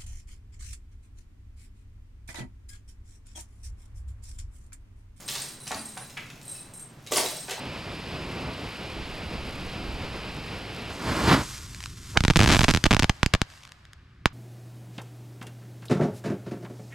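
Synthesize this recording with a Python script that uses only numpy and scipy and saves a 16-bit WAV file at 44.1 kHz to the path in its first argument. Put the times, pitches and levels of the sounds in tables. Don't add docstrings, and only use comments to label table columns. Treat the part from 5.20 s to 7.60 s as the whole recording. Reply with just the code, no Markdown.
import sys
import numpy as np
from scipy import signal
from scipy.fft import rfft, irfft
from scipy.io import wavfile
from scipy.ndimage import uniform_filter1d, map_coordinates

SR = 44100
rng = np.random.default_rng(int(sys.argv[2]) if len(sys.argv) > 2 else 0)


def undo_db(level):
    steps = np.asarray(level, float) / 20
    return 10 ** steps


def int16_out(signal):
    q = np.round(np.clip(np.atleast_2d(signal).T, -1, 1) * 32767)
    wavfile.write(sys.argv[1], SR, q.astype(np.int16))


N = 105795
T = np.arange(N) / SR


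def table(hz, rows):
    rows = np.array(rows)
    return np.interp(np.log(np.maximum(hz, 1)), np.log(rows[:, 0]), rows[:, 1])


def colour(x, rows):
    hz = np.arange(N // 2 + 1) * SR / N
    return irfft(rfft(x) * undo_db(table(hz, rows)), N)


def unit(x):
    return x / np.sqrt(np.mean(x ** 2))


def wander(s):
    size = int(s * SR)
    once = uniform_filter1d(rng.standard_normal(N), size=size)
    return unit(uniform_filter1d(once, size=size))


def ring(x, hz, t60, sway=0):
    decay = np.log(1000) / (max(t60, 1e-3) * SR)
    pole = np.exp(2j * np.pi * min(hz, SR / 2.3) / SR - decay)
    return (signal.lfilter([1], [1, -pole], x) * np.exp(1j * sway)).imag


def burst(hz, t60, gains):
    contact_s = 0.0012
    t = T[:6000, None]
    modes = gains * np.sin(2 * np.pi * hz * t) * np.exp(-np.log(1000) * t / t60)
    y = np.sum(modes, axis=1) * (1 - np.exp(-t[:, 0] / contact_s))
    return y / np.max(abs(y))


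def add(out, s, x):
    i = int(s * SR)
    out[i:i + len(x)] += x[:len(out) - i]


# start_s, level_db, upper_db, lower_db (mode families relative to the main one)
PELLET_STRIKES = [(0.0595, -50, -10, -8), (0.0782, -41.5, -14, 5.5), (0.1236, -53, -8, -8),
                  (.134, -47, 11, -8), (.156, -36, -8, -10), (0.216, -35, -17, -32), (.236, -41, -10, -20),
                  (0.287, -37.5, -21, -11), (0.322, -48.5, 1, -10), (0.3358, -47, -7, -7),
                  (0.4016, -47, 2, 1), (0.416, -48, 7.5, -12), (0.435, -47, 2, 4), (0.4574, -49, -6, -11),
                  (0.477, -44, 4, -18), (0.5595, -46.5, 9.5, -14), (0.571, -43, 5, -17),
                  (0.5931, -39.5, -13, -24), (0.6138, -51, 11, 0), (0.6552, -34.5, -25, -13.5),
                  (0.6892, -39.5, -6, -10), (0.7135, -53, -11, -14), (0.7362, -49, -6, -14),
                  (0.749, -49, -6, 3.5), (0.7744, -54.5, 13.5, 1), (0.8, -51, 8, -13), (.845, -46, 2, -6),
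                  (0.869, -52, 1, -16), (1.2288, -46.5, -15, -16), (1.251, -43.5, -4, -18),
                  (1.28, -37.5, -16, -8), (1.296, -39, 0, -8), (1.314, -36, -8, -19),
                  (1.3445, -43.5, 8.5, -6), (1.378, -43, -2, -2.5), (1.4077, -49, -2, -20),
                  (1.446, -46.5, -10, -18), (1.5369, -37, -20, -12), (1.5705, -42.5, -6, -25),
                  (1.5951, -37, -7, -28), (1.623, -46, -4, -20), (1.9704, -31, 8, -18),
                  (2.0492, -31.5, -12, -13), (2.1072, -40.5, 4, -7), (2.1639, -34.5, -3, -31),
                  (2.1984, -40, -3, -7), (2.23, -48, -6, -15), (2.3126, -47, -5, -10),
                  (2.3767, -44.5, -15, 6)]
BELL_PITCHES = [8409, 8372, 8447, 7445, 12710, 9405, 9350, 9720, 10310, 11300, 4001, 3962, 6020, 5350]
# level_db, t60_s
BELL_MODES = [(1, 0.12), (-6, 0.11), (-5.5, 0.1), (-7, 0.038), (-18, 0.097), (1, 0.079), (-5.5, 0.047),
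              (-4, 0.046), (-8, 0.039), (-14, .04), (-1.5, 0.12), (-15.5, 0.37), (-8, 0.069), (-10, .12)]


def bell():
    bell_db, tick_db, roll_db, roll_s = -6.5, -9.5, -9.5, 0.025
    flutter_db, sway_rad, flutter_s = 2.5, 0.8, 0.012
    hits, tick, t = np.zeros((3, N)), np.zeros(N), T[:6000]
    for s, db, upper_db, lower_db in PELLET_STRIKES:
        grains = rng.standard_normal(6000) * (rng.random(6000) < 0.02)
        roll = undo_db(roll_db) * grains * np.exp(-t / roll_s)
        roll[[0, 47, 131]] = np.array([1, 0.3, 0.2]) * np.sign(rng.standard_normal(3))
        for family, rel_db in zip(hits, (0, upper_db, lower_db)):
            add(family, s, undo_db(db + rel_db + bell_db) * roll)
        scratch = rng.standard_normal(6000) * np.exp(-t / 0.01) * np.minimum(t / 0.0018, 1)
        add(tick, s, undo_db(db + tick_db) * scratch)
    out = colour(tick, [(3000, -13), (7000, 5), (10000, 10), (12000, 4), (16000, -20)])
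    for k, (db, t60) in enumerate(BELL_MODES):
        flutter = undo_db(db + flutter_db * wander(flutter_s))
        out += flutter * ring(hits[k // 5], BELL_PITCHES[k], t60, sway_rad * wander(flutter_s))
    return out


# start_s, level_db (peak), pitch_hz, crack_db (relative)
PLASTIC_CLACKS = [(0.0784, -29, 2270, -3.5), (0.0849, -17.5, 3495, -11), (.0877, -16.5, 5300, -18),
                  (0.0941, -30, 5370, -18), (.1077, -32, 3900, -13), (.114, -35, 3660, -27),
                  (.124, -36, 6100, -3), (0.134, -34, 4850, -18), (0.1519, -19.5, 4920, -5.5),
                  (0.1571, -28, 4220, -6), (0.1606, -23, 6500, -8), (0.17, -32, 4040, -19),
                  (0.184, -28, 5600, -10), (0.2011, -30, 4480, -1), (0.2183, -34, 3140, 4.5),
                  (0.2708, -29, 4600, -16), (0.469, -30.5, 3030, -1.5), (0.4756, -21, 7440, -7.5),
                  (0.5153, -21.5, 1900, -5), (0.5455, -29.5, 6260, -0.5), (0.7741, -36.5, 1930, 3.5),
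                  (0.897, -41, 6000, 0), (0.903, -38, 2910, -2.5), (0.9695, -19, 2360, -32),
                  (0.9738, -24, 2485, -13.5), (1.005, -29.5, 2960, -33), (1.065, -43, 3120, -3.5),
                  (1.1007, -28, 2524, -11), (1.213, -36, 4200, -7), (1.8641, -31, 3140, -7),
                  (1.8714, -26, 3860, -8), (1.917, -21, 3580, -7.5), (1.921, -21.5, 5600, 4),
                  (1.935, -15, 4420, -9), (1.959, -11, 5090, -8), (1.9666, -10.5, 5400, -10.5),
                  (1.9771, -18, 4450, -5), (1.981, -18.5, 2154, -0.5), (1.998, -21.5, 4910, -10),
                  (2.0605, -21, 6070, -4.5), (2.281, -27, 2480, -9), (2.2876, -25.5, 1530, -10),
                  (2.2955, -17, 2980, -13.5), (2.3083, -25.5, 3470, 0.5), (2.3145, -18.5, 2920, -9)]


def clacks():
    t60_s, spread, crack_s, clack_db = 0.026, 0.294, 0.0033, -10
    out, crack, t = np.zeros(N), np.zeros(N), T[:2000]
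    fan = np.arange(-6, 7) / 3
    for s, db, hz, crack_db in PLASTIC_CLACKS:
        luck = rng.standard_normal((2, 13))
        ratios = np.exp(spread * (fan + 0.1 * luck[0] * (fan != 0)))
        gains = undo_db(1.2 * luck[1] - 8 * np.sqrt(abs(fan)))
        add(out, s, undo_db(db + clack_db) * burst(hz * ratios, t60_s / ratios, gains))
        swell = t / crack_s * np.exp(1 - 2 * t / crack_s)
        add(crack, s, undo_db(db + crack_db + 0.5) * rng.standard_normal(2000) * swell)
    return out + colour(crack, [(800, -4.0), (3000, 6), (7000, 5.0), (11000, -3), (16000, -20)])


# start_s, level_db (peak), pitch_hz
TRAY_KNOCKS = [(0.097, -40, 780), (0.158, -34.5, 858), (0.239, -49, 302), (0.467, -37.5, 1540),
               (0.5085, -22, 996), (0.514, -36, 904), (0.522, -25, 1170), (0.534, -62, 1020),
               (0.545, -37, 1114), (0.77, -30, 1175), (0.809, -38, 1110), (0.974, -28.5, 1690),
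               (1.911, -30.5, 560), (1.92, -15, 569), (1.931, -22.5, 425), (1.967, -18, 634),
               (1.973, -18, 901), (1.983, -24.5, 363), (1.999, -24, 663), (2.019, -37, 750),
               (2.039, -24, 657), (2.065, -34, 487), (2.131, -53, 622), (2.173, -36.5, 658),
               (2.284, -29, 660), (2.313, -26, 880), (2.379, -29.5, 870)]


def tray():
    t60_s, spread, knock_db = 0.03, 0.3375, -1
    thud_hz, thud_t60_s, thud_db = 350, 0.083, -19
    out, fan = np.zeros(N), np.arange(-4, 5) / 2
    for s, db, hz in TRAY_KNOCKS:
        luck = rng.standard_normal((3, 9))
        ratios = np.exp(spread * (fan + 0.204 * luck[0] * (fan != 0)))
        between = ratios * np.exp(spread / 4 + 0.02 * luck[2])
        ratios = np.append(ratios, between)
        gains = np.tile(undo_db(1.5 * luck[1] - 4.5 * abs(fan)), 2)
        add(out, s, undo_db(db + knock_db) * burst(hz * ratios, t60_s, gains))
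        thud_modes = thud_hz * np.exp(0.15 * luck[2, :3])
        add(out, s, undo_db(db + thud_db) * burst(thud_modes, thud_t60_s, np.ones(3)))
    return out


# start_s, level_db (peak)
PALM_THUMPS = [
    (.512, -40),
    (0.551, -34),
    (0.602, -41),
    (1.976, -35.5),
]


def palm():
    thump_hz, t60_s = 232.5, 0.13
    modes = thump_hz * np.array([0.46, 0.92, 1, 1.15])
    gains = undo_db(np.array([-2, -1.5, 0, 2.5]))
    out = np.zeros(N)
    for s, db in PALM_THUMPS:
        add(out, s, undo_db(db) * burst(modes, t60_s, gains))
    return out


# start_s, level_db (peak), pitch_hz, t60_s
BELL_PINGS = [(0.4573, -45, 4600, 0.025), (0.5436, -33, 4650, 0.02), (0.592, -34.5, 4670, 0.02),
              (1.278, -46.5, 4001, 0.29), (1.105, -49, 2660, 0.14), (2.12, -39, 625, 0.16),
              (1.295, -50, 5900, .08), (1.35, -45, 5320, 0.088), (1.352, -50, 2594, 0.25),
              (1.389, -52.5, 2533, 0.11), (2.0097, -26, 4610, .03), (2.0582, -29.5, 3940, 0.07),
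              (2.079, -38, 3960, 0.054), (2.147, -43, 3975, 0.1), (2.1848, -41, 4000, 0.11),
              (2.18, -40, 5470, 0.043), (2.207, -49, 5170, 0.11), (2.326, -37, 2270, 0.071)]


def pings():
    out = np.zeros(N)
    for s, db, hz, t60 in BELL_PINGS:
        add(out, s, undo_db(db) * burst(hz * np.array([1, 1.011]), t60, undo_db(np.array([0, -7]))))
    return out


# start_s, level_db
SHAKE_EFFORT = [(0, -43), (0.073, -55.5), (0.083, -34), (.2, -38.5), (.4, -56.5), (.5, -48.5), (0.651, -50),
                (.9, -54), (1.2, -57.5), (1.35, -50), (1.5, -62.5), (1.78, -66), (1.901, -53), (1.923, -28),
                (1.98, -30), (2.08, -35.5), (2.27, -48.5), (2.309, -39.5), (2.4, -55)]
# pitch_hz, level_db (per Hz)
BEAD_SPECTRUM = [(700, -7), (1500, -8), (3000, -9), (5000, -1), (8000, -3), (11000, -6), (16000, -11.5)]


def beads():
    beads_per_s, scatter_db, t60_s = 1400, 6.5, 0.003
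    out = np.zeros(N)
    for hz in 700 * 2 ** np.arange(0, 4.6, 0.25):
        struck = rng.random(N) < beads_per_s / SR / 4
        taps = struck * undo_db(scatter_db * np.minimum(rng.exponential(size=N), 3))
        out += undo_db(table(hz, BEAD_SPECTRUM)) * np.sqrt(hz) * unit(ring(taps, hz, t60_s * 4000 / hz))
    shake = np.array(SHAKE_EFFORT)
    return unit(out) * undo_db(np.interp(T, shake[:, 0], shake[:, 1]) - 4.0)


# pitch_hz, t60_s
ROOM_DECAY = [(150, 0.47), (1000, 0.41), (4000, 0.49), (12000, 0.21)]


def room(x):
    f, t, z = signal.stft(rng.standard_normal((2, 30000)), SR, nperseg=256)
    decay = undo_db(-60 * t / table(f, ROOM_DECAY)[:, None])
    tail = signal.istft(z * decay, SR, nperseg=256)[1]
    tail = tail * np.minimum(T[:tail.shape[1]] / 0.0031, 1) ** 2
    return signal.fftconvolve(x[None], tail / np.sqrt(np.sum(tail[0] ** 2)), axes=1)[:, :N]


# pitch_hz, level_db (per Hz)
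HOUSE_SPECTRUM = [(40, -7.5), (75, -12.5), (125, 0), (240, -8.5), (500, -16), (2000, -22.5), (5000, -32.5),
                  (16000, -46.5)]


def house():
    both = np.array([colour(rng.standard_normal(N), HOUSE_SPECTRUM) for _ in range(2)])
    drift = unit(uniform_filter1d(rng.standard_normal(N), size=2000))
    return unit(both) * undo_db(-49.5 + 0.7 * drift)


# pitch_hz, level_db
SIDE_SPECTRUM = [(30, -17), (125, -43), (250, -13), (1000, -8), (8000, -9), (11500, -1.5), (13000, -51)]


def scene():
    room_db, bell_room_db, ping_room_db, pan_db = -0.5, -2, -8, -0.55
    low_cut_hz, stir_s, stir_samples = 300, 0.051, 2.75
    jingle, ping, plastic = bell(), pings(), clacks() + tray() + beads()
    low_cut = signal.butter(6, low_cut_hz, 'high', fs=SR, output='sos')
    plastic = signal.sosfilt(low_cut, plastic) + palm()
    echo = room(plastic * undo_db(room_db) + jingle * undo_db(bell_room_db) + ping * undo_db(ping_room_db))
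    late = np.arange(N) + stir_samples * wander(stir_s)
    stirred = np.array([map_coordinates(x, [late], mode='mirror') for x in echo])
    mid, side = stirred + house()
    pan = undo_db(np.array([[pan_db], [-pan_db]]) / 2)
    return (jingle + ping + plastic + mid) * pan + colour(side, SIDE_SPECTRUM) * np.array([[1], [-1]])


def band_limit(x):
    return signal.sosfilt(signal.butter(12, 16790, fs=SR, output="sos"), x)


def record(dry):
    top_hz = 16700
    cut = np.array([colour(x, [(top_hz, 0), (top_hz + 60, -90)]) for x in dry])
    return band_limit(cut)


dry = scene()
out = record(dry)
int16_out(out)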